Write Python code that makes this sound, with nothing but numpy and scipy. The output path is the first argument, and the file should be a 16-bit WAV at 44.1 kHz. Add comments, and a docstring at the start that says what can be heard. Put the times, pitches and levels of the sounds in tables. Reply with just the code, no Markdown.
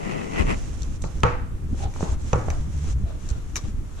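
"""Handling an embroidery hoop

A wooden hoop with taut cloth is handled right at a camera in a small, quiet room. Cloth first rubs
over the microphone; then knocks, two of them loud, excite the modes of wood and cloth, and the room
reverberates. Hands rumble, tap and slide on the frame, fingers brush the fabric and judder on it by
stick-slip friction, and a fingernail scratches the weave and clicks on the needle."""
import sys
import numpy as np
from scipy import signal
from scipy.fft import rfft, irfft, next_fast_len
from scipy.io import wavfile
from scipy.ndimage import map_coordinates

SR = 44100
rng = np.random.default_rng(int(sys.argv[2]) if len(sys.argv) > 2 else 0)


def pcm_store(signal):
    """Save signal as 16-bit PCM."""
    levels = np.round(np.clip(np.atleast_2d(signal), -1, 1) * 32767)
    wavfile.write(sys.argv[1], SR, levels.astype(np.int16).T)


N = 176400


def amp(db):
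    """Amplitude ratio of a level in decibels."""
    return 10 ** (np.asarray(db) / 20)


def unit(x):
    """Normalisation to rms 1."""
    return x / np.sqrt(np.mean(x ** 2) + 1e-20)


def along(points, hz):
    """Interpolation of (frequency, value) points on a logarithmic axis."""
    f, v = np.transpose(points)
    return np.interp(np.log(hz + 1), np.log(f + 1), v)


def curve(rows):
    """Linear interpolation of (time, value) points at every sample."""
    return np.interp(np.arange(N) / SR, *np.transpose(rows))


def pan(db):
    """Stereo gains for a level difference, left minus right."""
    return amp(np.array([[.5], [-.5]]) * db)


def rise(t, time_constant):
    """Exponential onset from 0 towards 1."""
    return 1 - np.exp(-t / time_constant)


def wobble(rate):
    """Smooth random modulation with rate knots a second."""
    knots = rng.standard_normal(int(N * rate / SR) + 4)
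    return map_coordinates(knots, [np.arange(N) * rate / SR])


def filtered(x, response):
    """Zero-phase filtering by a frequency response."""
    n = x.shape[-1]
    m = next_fast_len(n + SR // 10)
    return irfft(rfft(x, m) * response(np.fft.rfftfreq(m, 1 / SR)), m)[..., :n]


def causal(x, gain, size=4096):
    """Minimum-phase filtering: nothing rings ahead of the attack."""
    cepstrum = irfft(np.log(gain(np.fft.rfftfreq(size, 1 / SR)) + 1e-6))
    cepstrum[1:size // 2] *= 2
    cepstrum[size // 2 + 1:] = 0
    impulse_response = irfft(np.exp(rfft(cepstrum)))
    return signal.fftconvolve(x, impulse_response[None], axes=1)[:, :x.shape[1]]


def add(out, s, x):
    """Superposition of x on out from time s."""
    part = out[:, max(0, round(s * SR)):][:, :x.shape[-1]]
    part += x[..., :part.shape[1]]


def noise(colour, correlation=((1000, 0),)):
    """Coloured noise of rms 1; the ratio of mid to side sets the left-right correlation."""
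    def response(hz):
        angle = np.arccos(np.clip(along(correlation, hz), -1, 1)) / 2
        return amp(along(colour, hz)) * [np.cos(angle), np.sin(angle)]
    mid, side = filtered(rng.standard_normal((2, N)), response)
    return unit(np.array([mid + side, mid - side]))


def ring(modes, t, spread, blur=0.0):
    """Sum of damped modes; phases differ by channel (spread, rad) and diffuse (blur, rad per root s)."""
    out = np.zeros((2, len(t)))
    for hz, db, t60 in modes:
        envelope = amp(db + rng.normal(0, 1) - 60 * t / t60)
        drift = blur * np.cumsum(rng.standard_normal(len(t))) / np.sqrt(SR) if blur else 0
        shift = np.array([[1], [-1]]) * spread * (2 * rng.random() - 1)
        out += envelope * np.sin(2 * np.pi * hz * t + drift + shift)
    return out


# Pressure of cloth on the microphone (time [s], level [dB])
RUB_PRESS = [(0, -48), (.076, -39), (.148, -39.5), (.3, -46.5), (.345, -41), (.39, -30), (.425, -32),
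             (.443, -47), (.467, -40.5), (.502, -30.5), (.545, -39), (.555, -55.5)]
# Spectrum of the rubbing (frequency [Hz], level [dB])
RUB_SPECTRUM = [(40, -18), (150, 15), (300, 10.5), (450, 10.5), (650, 5.5), (1300, 0), (1650, -10),
                (2000, 2.5), (2200, -5.5), (2650, -3), (3050, -11.5), (3600, -19), (7000, -24),
                (10000, -31.5), (14000, -48)]
# Likeness of the two microphone ports (frequency [Hz], correlation [-1 to 1])
RUB_CORRELATION = [(60, -0.55), (200, -0.36), (550, -0.83), (1300, -0.68), (2200, 0.32), (5000, 0.027)]
# Balance of the ports (frequency [Hz], left-right [dB])
RUB_PAN = [(60, 1), (180, 10.5), (540, 3.5), (1620, 2.5), (4860, -2.5), (14600, -13)]
def rub(gain_db=12, release_s=0.096, reference_db=-41, murk_follow=0.55, split_hz=900, grain_db=2.4):
    """Friction at the microphone ports: pressure raises the rasp more than the murk; the cloth lifts."""
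    lift = np.exp(-np.maximum(np.arange(N) / SR - RUB_PRESS[-1][0], 0) / release_s)
    cloth = unit(filtered(noise(RUB_SPECTRUM, RUB_CORRELATION), lambda hz: pan(along(RUB_PAN, hz))))
    murk = filtered(cloth, lambda hz: 1 / (1 + (hz / split_hz) ** 4))
    press_db = curve(RUB_PRESS) - reference_db
    rasp = (cloth - murk) * amp(press_db + grain_db * wobble(400))
    return amp(gain_db + reference_db) * lift * (rasp + murk * amp(murk_follow * press_db))


# Fingers brushing the fabric (time [s], level [dB])
BRUSH_ENVELOPE = [(0, -54), (.55, -50), (.84, -54), (.96, -55.5), (.99, -66), (1.1, -55.5), (1.2, -56.5),
                  (1.35, -72), (1.68, -66), (1.77, -54.5), (1.84, -44), (1.865, -61), (1.92, -56.5),
                  (1.945, -56), (1.97, -51.5), (2.04, -45.5), (2.09, -49), (2.14, -50), (2.17, -61.5),
                  (2.29, -49.5), (2.4, -52), (2.48, -54), (2.57, -53.5), (2.66, -58), (2.82, -50.5),
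                  (2.93, -49.5), (2.955, -65), (3.18, -60.5), (3.27, -52), (3.34, -58.5), (3.5, -60),
                  (3.68, -53.5), (3.73, -63.5), (3.9, -62.5), (4, -57)]
# Position of the brushing (time [s], left-right [dB])
BRUSH_PAN = [(.5, -3), (.95, -6.5), (1.8, 0.5), (2.3, -1.5), (2.9, -0.5), (3.3, 3.5), (4, 1)]
# Spectrum of the brushing (frequency [Hz], level [dB])
BRUSH_SPECTRUM = [(300, 8), (1200, 1.5), (2000, -2), (2800, -2), (4700, -6.5), (6100, 1.5), (7500, -1.5),
                  (8400, -9), (10000, -10.5), (12000, -31), (15000, -27)]
def brush(gain_db=5.5, grain_db=1.1, flutter_db=1.2):
    """Sliding friction of skin on fabric: a fine hiss, made grainy by amplitude modulation."""
    hiss = noise(BRUSH_SPECTRUM, correlation=[(500, 0.082), (6000, 0.15)])
    weave = unit(hiss * amp(grain_db * wobble(970) + flutter_db * wobble(40.26)))
    return amp(gain_db + curve(BRUSH_ENVELOPE)) * pan(curve(BRUSH_PAN)) * weave


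# Rumble of the grip (time [s], level [dB])
GRIP_ENVELOPE = [(0, -40), (.3, -37), (.45, -29), (.8, -28), (1.1, -29.5), (1.38, -29.5), (1.5, -28),
                 (1.62, -30.5), (1.72, -27.5), (2.1, -28), (2.28, -29.5), (2.55, -29), (3.02, -28),
                 (3.15, -29.5), (3.45, -31), (3.57, -35), (3.7, -29), (3.9, -34.5), (4, -33)]
# Spectrum of the rumble (frequency [Hz], level [dB])
GRIP_SPECTRUM = [(15, -0.5), (30, 4.5), (48, -3.5), (72, 1), (110, -6.5), (170, -15), (300, -21.5),
                 (450, -31.5), (800, -48.5), (2000, -51.5), (6000, -88)]
# Likeness of left and right (frequency [Hz], correlation [-1 to 1])
GRIP_CORRELATION = [(30, 0.67), (80, 0.52), (300, 0.92), (1000, 0.033)]
def grip(gain_db=1.5, tremor_db=3.0):
    """Structure-borne sound: the holding hands send a continuous rumble into the camera."""
    rumble = noise(GRIP_SPECTRUM, GRIP_CORRELATION) * amp(tremor_db * wobble(24.92))
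    return amp(gain_db + curve(GRIP_ENVELOPE)) * unit(rumble)


# Still room and hiss (frequency [Hz], level [dB])
AIR_SPECTRUM = [(180, -17), (300, -11), (726, -23.5), (1290, -22), (1540, -26.5), (1790, -27.5),
                (5010, -38.5), (7300, -35), (11900, -40), (15000, -41)]
def air(level_db=-50.5):
    """Noise floor: stationary noise, uncorrelated between the channels."""
    return amp(level_db) * noise(AIR_SPECTRUM)


# Soft pushes of the hands, and the frame settling after a knock (time [s], level [dB], frequency [Hz], left-
# right [dB])
FRAME_BUMPS = [(0.398, -12, 69.5, 16), (0.613, -23, 47, 17), (0.814, -13.5, 51.3, 2),
               (0.882, -17.5, 55.5, 5), (1.696, -15.5, 66, 3.5), (1.854, -11.5, 69, 6),
               (2.092, -12, 55.5, 4), (2.162, -17, 48.5, 6), (2.358, -26, 97, 5), (2.903, -12.5, 52, -1),
               (3.037, -8.5, 67, 2), (3.312, -9.5, 61.6, -5.5), (3.637, -16.5, 81, 3)]
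def bumps(gain_db=1.5, rise_s=0.0037, t60=0.091):
    """Damped oscillation: the pushed or settling frame swings for a few low cycles."""
    out, t = np.zeros((2, N)), np.arange(SR // 2) / SR
    for s, db, hz, side_db in FRAME_BUMPS:
        envelope = amp(db + gain_db - 60 * t / t60) * rise(t, rise_s)
        add(out, s, pan(side_db) * envelope * np.sin(2 * np.pi * hz * t))
    return out


# Nail strokes (time [s], duration [s], level [dB], left-right [dB], filter peak [Hz])
NAIL_STROKES = [(0.82, 0.0028, -34.5, 1, 4900), (0.831, 0.004, -36, 1, 5200),
                (1.017, 0.021, -44.5, -7, 9070), (1.036, 0.05, -45.5, 2, 5240), (2, 0.076, -46.5, 0, 5930),
                (2.11, .025, -48, -10, 7500), (2.195, 0.13, -55, -4, 7500), (2.875, 0.07, -51, 0, 6700),
                (3.289, 0.031, -40.5, 4, 7100), (3.571, 0.023, -39, 8, 5000)]
# Spectrum of nail on weave (frequency [Hz], level [dB])
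SCRATCH_SPECTRUM = [(1000, -3), (3000, -13), (4100, 5), (5000, -3), (6200, 3.5), (7700, 3), (9500, -13),
                    (13000, -35)]
def scratches(grain_db=4, skirt_db_per_octave=11, rise_s=0.001):
    """Roughness noise: the nail catches thread after thread in short, bright bursts."""
    out = np.zeros((2, N))
    threads = noise(SCRATCH_SPECTRUM) * amp(grain_db * wobble(700))
    for s, length, db, side_db, peak_hz in NAIL_STROKES:
        n = round(length * SR)
        focus = lambda hz: amp(-skirt_db_per_octave * np.abs(np.log2((hz + 1) / peak_hz)))
        stroke = unit(filtered(threads[:, round(s * SR):][:, :n], focus))
        envelope = np.minimum(1, np.arange(n) / (rise_s * SR)) * np.sqrt(np.linspace(1, 0, n))
        add(out, s, amp(db) * pan(side_db) * stroke * envelope)
    return out


# Reverberation time of the room (frequency [Hz], t60 [s])
ROOM_T60 = [(100, 0.26), (500, 0.38), (1500, 0.53), (3000, 0.46), (10000, 0.43)]
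def room_tail(t, build_s):
    """Diffuse field: noise that builds up, then decays band by band; mean energy 1 per channel."""
    hz, s, spectra = signal.stft(rng.standard_normal((2, len(t))), SR, nperseg=256)
    decay = amp(-60 * s / along(ROOM_T60, hz)[:, None])
    tail = signal.istft(spectra * decay, SR, nperseg=256)[1][:, :len(t)]
    return unit(tail * rise(t, build_s)) / np.sqrt(len(t))


def reverberate(x, tail):
    """Convolution with the room's impulse response."""
    return signal.fftconvolve(x, tail, axes=1)[:, :x.shape[1]]


# Nail striking needle (time [s], level [dB], left-right [dB], gain of modes under 3 kHz [dB])
NEEDLE_CLICKS = [(0.8205, -27, -7, -12), (1.0207, -26, 0, -16), (1.204, -35, -11, -12),
                 (1.2642, -37, -3, 5), (1.939, -33, 1, 4), (2.3588, -42, -6, 4), (2.5022, -20, -2, 5.5),
                 (3.288, -33, 16, -15), (3.292, -45, 15, -20), (3.557, -11, 0, 3), (3.5648, -17, 18, -7),
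                 (3.5701, -16.5, 3, 1)]
# Modes of a click (frequency [Hz], level [dB], t60 [s])
NEEDLE_MODES = [(1150, -12.5, 0.014), (2345, -8.5, 0.015), (3830, -8, 0.0083), (5940, -2.5, 0.014),
                (6730, 1.5, 0.0051), (7480, -10, 0.01), (11380, -22.5, 0.015), (12500, -27.5, .012)]
def clicks(crack_db=-6, crack_t60=0.0081, rise_s=0.0011, room_db=1, room_fade_s=0.14):
    """Impact excitation: the needle's modes ring briefly, with a crack and a shortened room tail."""
    out, t = np.zeros((2, N)), np.arange(SR // 2) / SR
    for s, db, side_db, low_db in NEEDLE_CLICKS:
        modes = [(hz, level + low_db * (hz < 3000), t60) for hz, level, t60 in NEEDLE_MODES]
        crack = amp(crack_db - 60 * t / crack_t60) * noise(BRUSH_SPECTRUM)[:, :len(t)]
        click = (ring(modes, t, spread=1.0, blur=30) + crack) * rise(t, rise_s)
        room = reverberate(click, room_tail(t, build_s=0.00083) * amp(-60 * t / room_fade_s))
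        add(out, s, amp(db) * (pan(side_db) * click + amp(room_db) * room))
    return out


# Knocks of the hoop (time [s], blow [dB], low-pass corner [Hz], thump [dB], ring [dB], room [dB],
# body [dB], crack [dB], damping by the hand [dB/s], left-right [dB])
HOOP_KNOCKS = [(1.0399, -19.5, 2150, -25, -42.5, -34, -34, -30, 90, -1),
               (1.2339, -2, 4000, -14, -21, -6, -16.5, -15.5, 17, -1),
               (2.3312, -2.5, 1600, -14, -30.5, -11.5, -15.5, -14.5, 28, -1)]
# Modes of the wood before the hand's damping (frequency [Hz], level [dB], t60 [s])
HOOP_MODES = [(366, -21, 0.22), (483, -3.5, 0.15), (491, 1.5, 0.4), (533, 3.5, 0.12), (667, -10, 0.5),
              (802.6, -0.5, 0.19), (905, -1.5, 0.23), (1036, -7, 0.26), (1116, -3, 0.35), (1167, -6, 0.7),
              (1280, -5, 0.3), (1307, -7, 0.28), (1380, -1.5, 0.28), (1535, -16, 0.58), (1610, -35, 0.41),
              (1910, -16, 0.46), (2650, -26, 0.49)]
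# Hollow, quickly damped modes of the frame (frequency [Hz], level [dB], t60 [s])
BODY_MODES = [(245, -29, 0.046), (362, 3.5, 0.017), (392, -3, 0.057), (632, -11.5, 0.12), (810, -10, 0.059),
              (900, 2.5, 0.056), (1250, -4.5, 0.085)]
# Membrane modes of the taut cloth (frequency [Hz], level [dB], t60 [s])
CLOTH_MODES = [(66, 1.5, 0.18), (108.2, -0.5, 0.24), (125.7, -1, 0.21), (159.3, -2, 0.16)]
# Spectrum of the blow (frequency [Hz], level [dB])
BLOW_SPECTRUM = [(30, -35), (150, -5), (300, -21), (500, 14.5), (680, -4.5), (900, -5), (1300, 2),
                 (2000, -5), (2600, 0.5), (3200, -8.5), (5000, -15.5), (6600, -10), (9000, -13),
                 (14000, -29)]
# Spectrum of its bright edge (frequency [Hz], level [dB])
CRACK_SPECTRUM = [(800, -26), (2100, -25), (2550, 6), (3200, 1), (3800, 9), (4900, 0), (6600, 18),
                  (7500, -2), (8800, -18), (14000, -21)]
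# Spectrum of the room's answer (frequency [Hz], level [dB])
ANSWER_SPECTRUM = [(100, -7), (300, 0.5), (400, 4), (510, 0), (670, -5), (850, 5), (1020, -4.5), (1300, 0),
                   (1600, -7), (2600, -10.5), (3400, -21), (5000, -22), (7000, -18), (13000, -49)]
def knocks(blow_gain_db=16, scatter_db=-22, scatter_t60=0.035, crack_t60=0.009, answer_gain_db=27,
           crack_rise_s=0.0017, wood_rise_s=0.00088, thump_rise_s=0.0034):
    """Modal response to an impulse: a blow cracks, the wood rings, the cloth thumps, the room answers."""
    out, t = np.zeros((2, N)), np.arange(SR) / SR
    for s, db, corner_hz, thump_db, ring_db, room_db, body_db, crack_db, damping, side_db in HOOP_KNOCKS:
        soft = lambda hz: 1 / np.sqrt(1 + (hz / corner_hz) ** 4)
        softened = lambda x, spectrum: causal(x, lambda hz: soft(hz) * amp(along(spectrum, hz)))
        scatter = amp(scatter_db - 60 * t / scatter_t60) * rng.standard_normal((2, len(t)))
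        blow = amp(db + blow_gain_db) * softened((t == 0) + scatter, BLOW_SPECTRUM)
        crack_envelope = amp(crack_db - 60 * t / crack_t60) * rise(t, crack_rise_s)
        crack = crack_envelope * noise(CRACK_SPECTRUM)[:, :len(t)]
        hoop = amp(ring_db - damping * t) * ring(HOOP_MODES, t, spread=1.5, blur=8.1)
        body = amp(body_db) * ring(BODY_MODES, t, spread=1.0, blur=24)
        wood = causal(rise(t, wood_rise_s) * (hoop + body), soft)
        thump = amp(thump_db) * rise(t, thump_rise_s) * ring(CLOTH_MODES, t, spread=0.37)
        room = amp(room_db + answer_gain_db) * softened(room_tail(t, build_s=0.015), ANSWER_SPECTRUM)
        add(out, s, pan(side_db) * (blow + crack + wood + thump + room))
    return out


# Fingertip on the rim (time [s], level [dB], frequency [Hz], left-right [dB])
RIM_TAPS = [(1.0412, -19, 490, 0), (1.746, -25.5, 403, -8), (1.938, -28.5, 1090, 2), (1.962, -21, 900, -9),
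            (2.008, -14.5, 615, 3), (2.0277, -16.5, 990, -8), (2.03, -14, 410, -13), (2.3587, -7, 420, -4),
            (2.484, -12.5, 584, -6), (2.487, -16.5, 1130, 0)]
def taps(gain=2, rise_cycles=0.4, decay_cycles=3.12, thud_db=-8, room_db=0.5):
    """Contact damping: a fingertip stops the wood within a few cycles, over a thud an octave below."""
    out, t = np.zeros((2, N)), np.arange(SR // 2) / SR
    for s, db, hz, side_db in RIM_TAPS:
        t60 = decay_cycles / hz
        tap = ring([(hz, 0, t60), (hz / 2, thud_db, t60)], t, spread=0.82) * rise(t, rise_cycles / hz)
        room = reverberate(tap, room_tail(t, build_s=0.014))
        add(out, s, gain * amp(db) * (pan(side_db) * tap + amp(room_db) * room))
    return out


# A hand taking hold (time [s], level [dB], frequency [Hz], t60 [s], left-right [dB])
PALM_GRABS = [(1.7274, -18.5, 245, 0.052, -1), (2.029, -6.5, 171, 0.032, 0), (3.68, -26.5, 205.4, 0.097, 5)]
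def grabs(rise_cycles=0.43, room_db=-9):
    """Soft impact: the palm meets the rim and excites one deep, quickly damped mode."""
    out, t = np.zeros((2, N)), np.arange(SR // 2) / SR
    for s, db, hz, t60, side_db in PALM_GRABS:
        thud = ring([(hz, 0, t60)], t, spread=0.22) * rise(t, rise_cycles / hz)
        room = reverberate(thud, room_tail(t, build_s=0.01))
        add(out, s, amp(db) * (pan(side_db) * thud + amp(room_db) * room))
    return out


# Hand strokes (start [s], peak [s], end [s], level [dB], resonance [Hz], resonance gain [dB])
RIM_SLIDES = [(1.778, 1.837, 1.92, -38.5, 787, 2.5), (1.803, 1.88, 2.3, -60.5, 810, 3),
              (1.923, 2.057, 2.26, -44.5, 900, -2), (2.98, 3.087, 3.3, -47.5, 652, -1.5),
              (3.263, 3.297, 3.57, -46.5, 1390, -11), (3.55, 3.582, 3.61, -36.5, 1150, -12),
              (3.597, 3.655, 3.72, -46, 252, 3), (3.947, 3.994, 4.02, -44, 403, -11)]
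# Spectrum of skin on wood (frequency [Hz], level [dB])
SLIDE_SPECTRUM = [(100, -11.5), (350, -0.5), (640, -6.5), (900, -11), (1300, -10), (2000, -20.5),
                  (4000, -16.5), (8000, -59)]
def slides(grain_db=1.8, half_width_hz=42):
    """Friction-driven resonance: each shift of the hand on the rim swells and fades with a hollow tone."""
    friction, out = noise(SLIDE_SPECTRUM), np.zeros((2, N))
    for start, peak, end, db, centre_hz, hollow_db in RIM_SLIDES:
        hollow = unit(filtered(friction, lambda hz: 1 / (1 + ((hz - centre_hz) / half_width_hz) ** 2)))
        swell = curve([(start, 0), (peak, 1), (end, 0)]) ** 1.9
        out += amp(db) * swell * (friction + amp(hollow_db) * hollow)
    return out * amp(grain_db * wobble(150))


# Finger dragging on cloth (time [s], duration [s], level [dB], slip rate [Hz], left-right [dB])
FINGER_DRAGS = [(2.455, 0.075, -25.5, 78, 2), (2.587, 0.096, -25.5, 73, 1.5),
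                (2.717, 0.17, -23.5, 70, -1.5), (2.924, 0.072, -20.5, 62, 3), (2.993, 0.042, -23.5, 89, 2)]
def judders(rate_jitter=0.059, octave_db=-8):
    """Stick-slip oscillation: skin catches and lets go unevenly, shaking the cloth in a low flutter."""
    out = np.zeros((2, N))
    for s, length, db, slip_hz, side_db in FINGER_DRAGS:
        n = round(length * SR)
        phase = 2 * np.pi * np.cumsum(slip_hz * (1 + rate_jitter * wobble(45)[:n])) / SR
        flutter = np.sin(phase) + amp(octave_db) * np.sin(2 * phase)
        add(out, s, amp(db) * pan(side_db) * signal.windows.tukey(n, .5) * flutter)
    return out


def scene():
    """Superposition of all handling sounds on the still room."""
    impacts = knocks() + taps() + grabs() + bumps()
    fingerwork = judders() + clicks() + scratches()
    friction = rub() + brush() + slides()
    return impacts + fingerwork + friction + grip() + air()


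def record(dry, corner_hz=12900, limit_hz=15200):
    """Band limiting: the camera's top octave rolls off, and nothing passes its limit."""
    return filtered(dry, lambda hz: (hz < limit_hz) / np.sqrt(1 + (hz / corner_hz) ** 20))


dry = scene()
out = record(dry)
pcm_store(out)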